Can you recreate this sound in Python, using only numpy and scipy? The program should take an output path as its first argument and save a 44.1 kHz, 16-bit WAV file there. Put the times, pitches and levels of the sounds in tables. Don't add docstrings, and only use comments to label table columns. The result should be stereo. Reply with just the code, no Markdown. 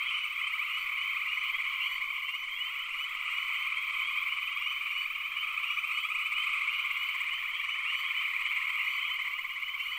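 import sys
import numpy as np
from scipy import signal
from scipy.fft import rfft, irfft, next_fast_len
from scipy.io import wavfile
from scipy.ndimage import uniform_filter1d

SR = 44100
rng = np.random.default_rng(int(sys.argv[2]) if len(sys.argv) > 2 else 0)


def pcm_store(signal):
    levels = np.round(np.clip(np.atleast_2d(signal), -1, 1) * 32767)
    wavfile.write(sys.argv[1], SR, levels.astype(np.int16).T)


N = 440118
TIME_S = np.arange(N) / SR

# f/Hz, relative density/dB
HISS_SPECTRUM = [(20, 6), (50, -5.5), (100, -11.5), (250, -14), (800, -14), (5000, -13), (8000, -16),
                 (10500, -20.5), (12400, -14.5), (13500, -17), (16000, -16)]
# f/Hz, gain/dB
HISS_SIDE_GAIN = [(20, -2.5), (120, -3.5), (400, -4.5), (1000, -19), (3500, -45), (5000, -8), (10000, -2),
                  (14000, -4.5), (16000, -20)]
# f/Hz, rms level/dB
HUM_LINES = [(360, -91), (600, -90.5), (720, -82)]
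# start/s, end/s
SIZZLE_GAPS = [(.04, .23), (.43, .51), (2.84, 3.0), (3.69, 3.75), (7.7, 7.97)]
# f/Hz, relative density/dB
WASH_SPECTRUM = [(800, -39.5), (950, -24.5), (1150, -11), (1400, -12.5), (1600, -23.5), (1850, -18.5),
                 (2050, -11.5), (2300, -1), (2650, -15.5), (3000, -7), (3300, -16), (3700, -22.5),
                 (4500, -29.5), (5300, -41.5)]
# t/s, relative fundamental level/dB, relative 2nd-partial level/dB
CHORUS_SWELL = [(0.04, -44.5, -32.5), (0.29, -49.5, -35), (1.75, -45.5, -34), (2.17, -48, -39),
                (2.58, -52, -39.5), (2.97, -46, -35.5), (4.22, -45, -33.5), (5.16, -52.5, -38),
                (5.63, -44, -34.5), (5.69, -47, -36), (6.13, -47, -37.5), (6.6, -44, -31),
                (7.63, -49, -35.5), (8.18, -49, -33.5), (9.34, -46, -37.5), (9.4, -50, -39),
                (9.95, -46.5, -37), (9.98, -53, -35)]
PEEPER_OVERTONES = [(-23.5, -30, -31.5, -33, -43, -43, -23), (-32, -26, -44, -46, -46, -32, -48),
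                    (-33.5, -37.5, -46, -40, -38.5, -39, -50)]
# length/s, final f/Hz, relative level/dB, echo lag/s, voice row, peep times/s
NEAR_PEEPERS = [(.2, 3034, -42.8, .0044, 0, [.661, 1.787, 2.882, 4.853, 5.855, 6.905, 7.848, 8.782, 9.776]),
                (.22, 3036, -45, .0007, 1, [.08, 1.245, 2.26, 3.263, 4.578, 5.622, 6.65, 7.555]),
                (.1, 3110, -40.5, .00066, 2, [.105, .97, 1.8, 2.591, 3.54, 4.41, 5.35, 6.345, 7.297, 8.142, 9.05]),
                (.115, 3335, -47.5, 0.00067, 2, [0, 1.5, 1.8, 2.5, 4, 4.139, 4.5, 5.98, 7.5, 8, 9, 10]),
                (.1, 3130, -44.5, .00066, 2, [.04, .389, 1.431, 2.213, 2.775, 3.97, 4.641, 5.2, 7.07, 7.87, 8.933, 9.757]),
                (.1, 3070, -46, 0.00061, 2, [1.636, 2.45, 4.28, 5.47, 6.2, 7.7, 8.42, 9.14, 9.601])]
# f/Hz, gain/dB
SAC_RESPONSE = [(850, -5), (1000, -1), (1150, -1.5), (1350, -1.5), (1600, -12), (1850, -6), (2100, -1),
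                (2400, 0), (2700, -5), (3300, -25.5), (4400, -32), (5400, -46), (7500, -41.5), (12000, -46)]
# start/s, end/s, pulse rate/Hz, f/Hz, relative level/dB, relative rasp/dB
NEAR_TRILLS = [(0.010, 2.350, 16.8, 1130, -39, -64), (0.033, 0.78, 13.5, 1266, -40, -56.5),
               (0.031, 1.478, 16.6, 1233, -41, -70), (0.365, 2.02, 17.8, 1066, -39.5, -72),
               (0.767, 2.35, 18.7, 1130, -41.5, -73), (1.058, 1.92, 18.3, 1062, -42, -72),
               (1.414, 2.77, 21.2, 1130, -42, -72), (2.447, 3.56, 20.0, 1029, -42, -59.5),
               (2.653, 3.76, 19.1, 1298, -44, -69), (3.153, 4.4, 17.5, 1096, -40.5, -64),
               (3.236, 5.03, 19.9, 1164, -41, -60.5), (3.265, 4.08, 17.5, 1093, -38.5, -73),
               (3.901, 5.26, 20.5, 1198, -37, -71), (4.730, 5.780, 20.0, 882, -52, -78),
               (4.786, 6.6, 18.2, 1131, -46, -64.5), (5.269, 6.55, 18.8, 1263, -41.5, -63),
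               (5.374, 6.54, 14.5, 1232, -35.5, -64), (5.686, 6.86, 18.8, 1237, -39.5, -62),
               (5.923, 7.333, 17.0, 1097, -36.3, -58), (6.937, 9.04, 19.5, 1165, -41.5, -68),
               (7.155, 8.62, 21.1, 965.4, -43, -71), (7.411, 8.9, 20.8, 1129, -41, -65.5),
               (7.637, 9.119, 16.7, 1265, -42.5, -72), (7.727, 9.5, 18.4, 1131, -44, -73),
               (7.950, 9.315, 17.6, 1062, -37.5, -66), (8.416, 10.1, 17.5, 1064, -37.5, -67)]


def from_db(db):
    return 10 ** (np.asarray(db) / 20)


def unit_rms(x):
    return x / np.sqrt(np.mean(x ** 2) + 1e-20)


def gain_db(spectrum, hz):
    f, db = np.transpose(spectrum)
    return np.interp(np.log(np.maximum(hz, 1)), np.log(f), db)


def coloured(x, spectrum):
    size = next_fast_len(N)
    hz = np.arange(size // 2 + 1) * SR / size
    return irfft(rfft(x, size) * from_db(gain_db(spectrum, hz)), size)[:N]


def noise(spectrum):
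    return unit_rms(coloured(rng.standard_normal(N), spectrum))


def drift(rate_hz, hop=16):
    lowpass = signal.butter(2, rate_hz * hop, fs=SR, output="sos")
    slow = unit_rms(signal.sosfilt(lowpass, rng.standard_normal((N + SR) // hop)))
    return np.interp((np.arange(N) + SR // 2) / hop, np.arange(len(slow)), slow)


def evened(x):
    power = uniform_filter1d(x ** 2, SR // 2)
    return x / np.sqrt(power + .043 * power.mean())


def add(track, sound, at_s):
    at = int(round(at_s * SR))
    lo, hi = max(at, 0), min(at + len(sound), N)
    if hi > lo:
        track[lo:hi] += sound[lo - at:hi - at]


def scatter(sound, wet_db, t60_s):
    t = np.arange(int(t60_s * SR)) / SR
    path = rng.standard_normal(len(t)) * (rng.random(len(t)) < .02) * from_db(-60 * t / t60_s)
    path *= from_db(wet_db) / np.linalg.norm(path)
    path[0] = 1
    heard = signal.fftconvolve(sound, path)
    return heard * np.linalg.norm(sound) / np.linalg.norm(heard)


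def ground_echo(sound, lag_s, echo_db=-8):
    lag = np.zeros(int(round(lag_s * SR)))
    both = np.r_[sound, lag] + from_db(echo_db) * np.r_[lag, uniform_filter1d(sound, size=3)]
    return both * np.linalg.norm(sound) / np.linalg.norm(both)


def sizzle(centre_hz=14620, level_db=-62.5, flutter_db=3.5, dropouts_per_s=2.7, dropout_s=.04):
    gate = np.ones(N)
    dropouts = [(s, s + dropout_s) for s in TIME_S[rng.random(N) < dropouts_per_s / SR]]
    for start_s, end_s in SIZZLE_GAPS + dropouts:
        gate[(TIME_S > start_s) & (TIME_S < end_s)] = 0
    hz = centre_hz + 260 * drift(rate_hz=300) + 110 * drift(rate_hz=20)
    level = from_db(level_db + flutter_db * drift(rate_hz=120)) * uniform_filter1d(gate, SR // 100)
    return level * np.sqrt(2) * np.sin(2 * np.pi * np.cumsum(hz) / SR)


def camera_noise(hiss_db=-61.5):
    hiss = noise(HISS_SPECTRUM) + coloured(noise(HISS_SPECTRUM), HISS_SIDE_GAIN) * np.array([[1], [-1]])
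    hum = sum(from_db(db) * np.sqrt(2) * np.sin(2 * np.pi * hz * TIME_S) for hz, db in HUM_LINES)
    return from_db(hiss_db) * hiss + hum + sizzle()


def chorus_swell_db():
    times_s, *levels_db = np.transpose(CHORUS_SWELL)
    return [np.interp(TIME_S, times_s, db) for db in levels_db]


def distant_wash(trim_db=-9.5):
    _, swell_db = chorus_swell_db()
    return from_db(swell_db + trim_db) * noise(WASH_SPECTRUM)


def peep(length_s, top_hz, overtones_db, brighten_db=11.5, flutter_db=2.5):
    u = np.linspace(0, 1, int(length_s * SR))
    hz = top_hz * (1 - .275 * np.sqrt(length_s) * (1 - u) ** 1.7)
    phase = np.pi * np.cumsum(hz) / SR
    partials_db = [0] + [db + brighten_db * (u - .5) for db in overtones_db]
    call = 0
    for k, db in enumerate(partials_db, 2):
        flutter = np.interp(u, np.linspace(0, 1, 9), rng.standard_normal(9))
        call += from_db(db + flutter_db * flutter) * np.sin(k * phase)
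    envelope = np.sqrt(np.abs(np.sin(np.pi * u ** .8)))
    return envelope * call


def far_peepers(peeps=170, level_db=-46, centre_hz=3135, spread_hz=200):
    out = np.zeros(N)
    for slot, (when, length, pitch) in enumerate(rng.random((peeps, 3))):
        top_hz = centre_hz + spread_hz * (2 * pitch - 1)
        call = peep(.08 + .0601 * length, top_hz, PEEPER_OVERTONES[2][:2])
        at_s = (slot + 2 * when - 2) / peeps * N / SR
        add(out, from_db(-6 * pitch) * scatter(call, wet_db=0, t60_s=.26), at_s)
    return from_db(level_db) * evened(out)


def air_pulse(pitch_hz, length_s=.029, sweep=.277):
    u = np.linspace(-.5, .5, int(length_s * SR))
    envelope = np.abs(np.cos(np.pi * u)) ** 1.32
    hz = pitch_hz * (1 + sweep * u)
    phase = 2 * np.pi * np.cumsum(hz) / SR
    return envelope, hz, phase


def trill_beats(start_s, end_s, rate_hz, slowing=.045, uneven_db=1.17):
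    count = max(int(round((end_s - start_s) * rate_hz)), 1)
    elapsed = np.r_[0, np.cumsum(1 / np.linspace(1, 1 - slowing, count))]
    times_s = start_s + elapsed * (end_s - start_s) / elapsed[-1]
    levels_db = rng.normal(0, uneven_db, count + 1) - 3 * np.exp(-np.arange(count + 1))
    return zip(times_s, from_db(levels_db))


def far_tree_frogs(frogs=9, centre_hz=1160, spread=.0756, low_trim_db=-3.5, high_trim_db=-4):
    low, high = np.zeros(N), np.zeros(N)
    for detune in np.linspace(-spread, spread, frogs):
        envelope, _, phase = air_pulse(centre_hz * (1 + detune))
        pulses = [scatter(envelope * np.sin(k * phase), wet_db=-1, t60_s=.14) for k in (1, 2)]
        rate_hz, start_s = rng.uniform(15, 20.3), rng.uniform(-3, 0)
        while start_s < N / SR:
            end_s = start_s + rng.uniform(1.2, 2.1)
            for at_s, gain in trill_beats(start_s, end_s, rate_hz):
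                add(low, gain * pulses[0], at_s)
                add(high, gain * pulses[1], at_s)
            start_s = end_s + rng.uniform(.4, 1.2)
    low_db, high_db = chorus_swell_db()
    return from_db(low_db + low_trim_db) * evened(low) + from_db(high_db + high_trim_db) * evened(high)


def near_peepers(trim_db=5.5, uneven_db=.64, waver_hz=8):
    out = np.zeros(N)
    for length_s, top_hz, db, lag_s, voice, times_s in NEAR_PEEPERS:
        for at_s in times_s:
            call = peep(length_s, top_hz + rng.normal(0, waver_hz), PEEPER_OVERTONES[voice])
            heard = scatter(ground_echo(call, lag_s), wet_db=-7.5, t60_s=.21)
            add(out, from_db(db + trim_db + rng.normal(0, uneven_db)) * heard, at_s)
    return out


def sac_pulse(pitch_hz, fundamental_db, overtone_db, rasp_hz, rasp_db, rasp_halfwidth_hz=520):
    envelope, hz, phase = air_pulse(pitch_hz)
    voice = from_db(fundamental_db + gain_db(SAC_RESPONSE, hz)) * np.sin(phase)
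    for k in range(2, 10):
        rasp = from_db(rasp_db) / (1 + ((k * hz - rasp_hz) / rasp_halfwidth_hz) ** 2)
        voice += (from_db(overtone_db + gain_db(SAC_RESPONSE, k * hz)) + rasp) * np.sin(k * phase)
    return envelope * voice


def near_tree_frogs(trim_db=8, rasp_trim_db=-.2, typical_hz=1114, jitter=.021, variants=4):
    out = np.zeros(N)
    for start_s, end_s, rate_hz, pitch_hz, db, rasp_db in NEAR_TRILLS:
        ratio = pitch_hz / typical_hz
        overtone_db = db + trim_db
        fundamental_db = overtone_db - 14 + 32 * np.log2(ratio)
        rasp_hz = 8030 * ratio ** .39
        pulses = [sac_pulse(hz, fundamental_db, overtone_db, rasp_hz, rasp_db + rasp_trim_db)
                  for hz in pitch_hz * (1 + np.linspace(-jitter, jitter, variants))]
        heard = [scatter(pulse, wet_db=-5, t60_s=.11) for pulse in pulses]
        half_pulse_s = len(pulses[0]) / SR / 2
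        for at_s, gain in trill_beats(start_s, end_s, rate_hz):
            add(out, gain * heard[rng.integers(variants)], at_s - half_pulse_s)
    return out


def scene():
    pond = distant_wash() + near_tree_frogs() + far_tree_frogs() + near_peepers() + far_peepers()
    return np.array([pond, pond])


def record(dry, cutoff_hz=15750):
    lowpass = signal.ellip(12, .1, 80, cutoff_hz, fs=SR, output="sos")
    return signal.sosfilt(lowpass, dry + camera_noise())


dry = scene()
out = record(dry)
pcm_store(out)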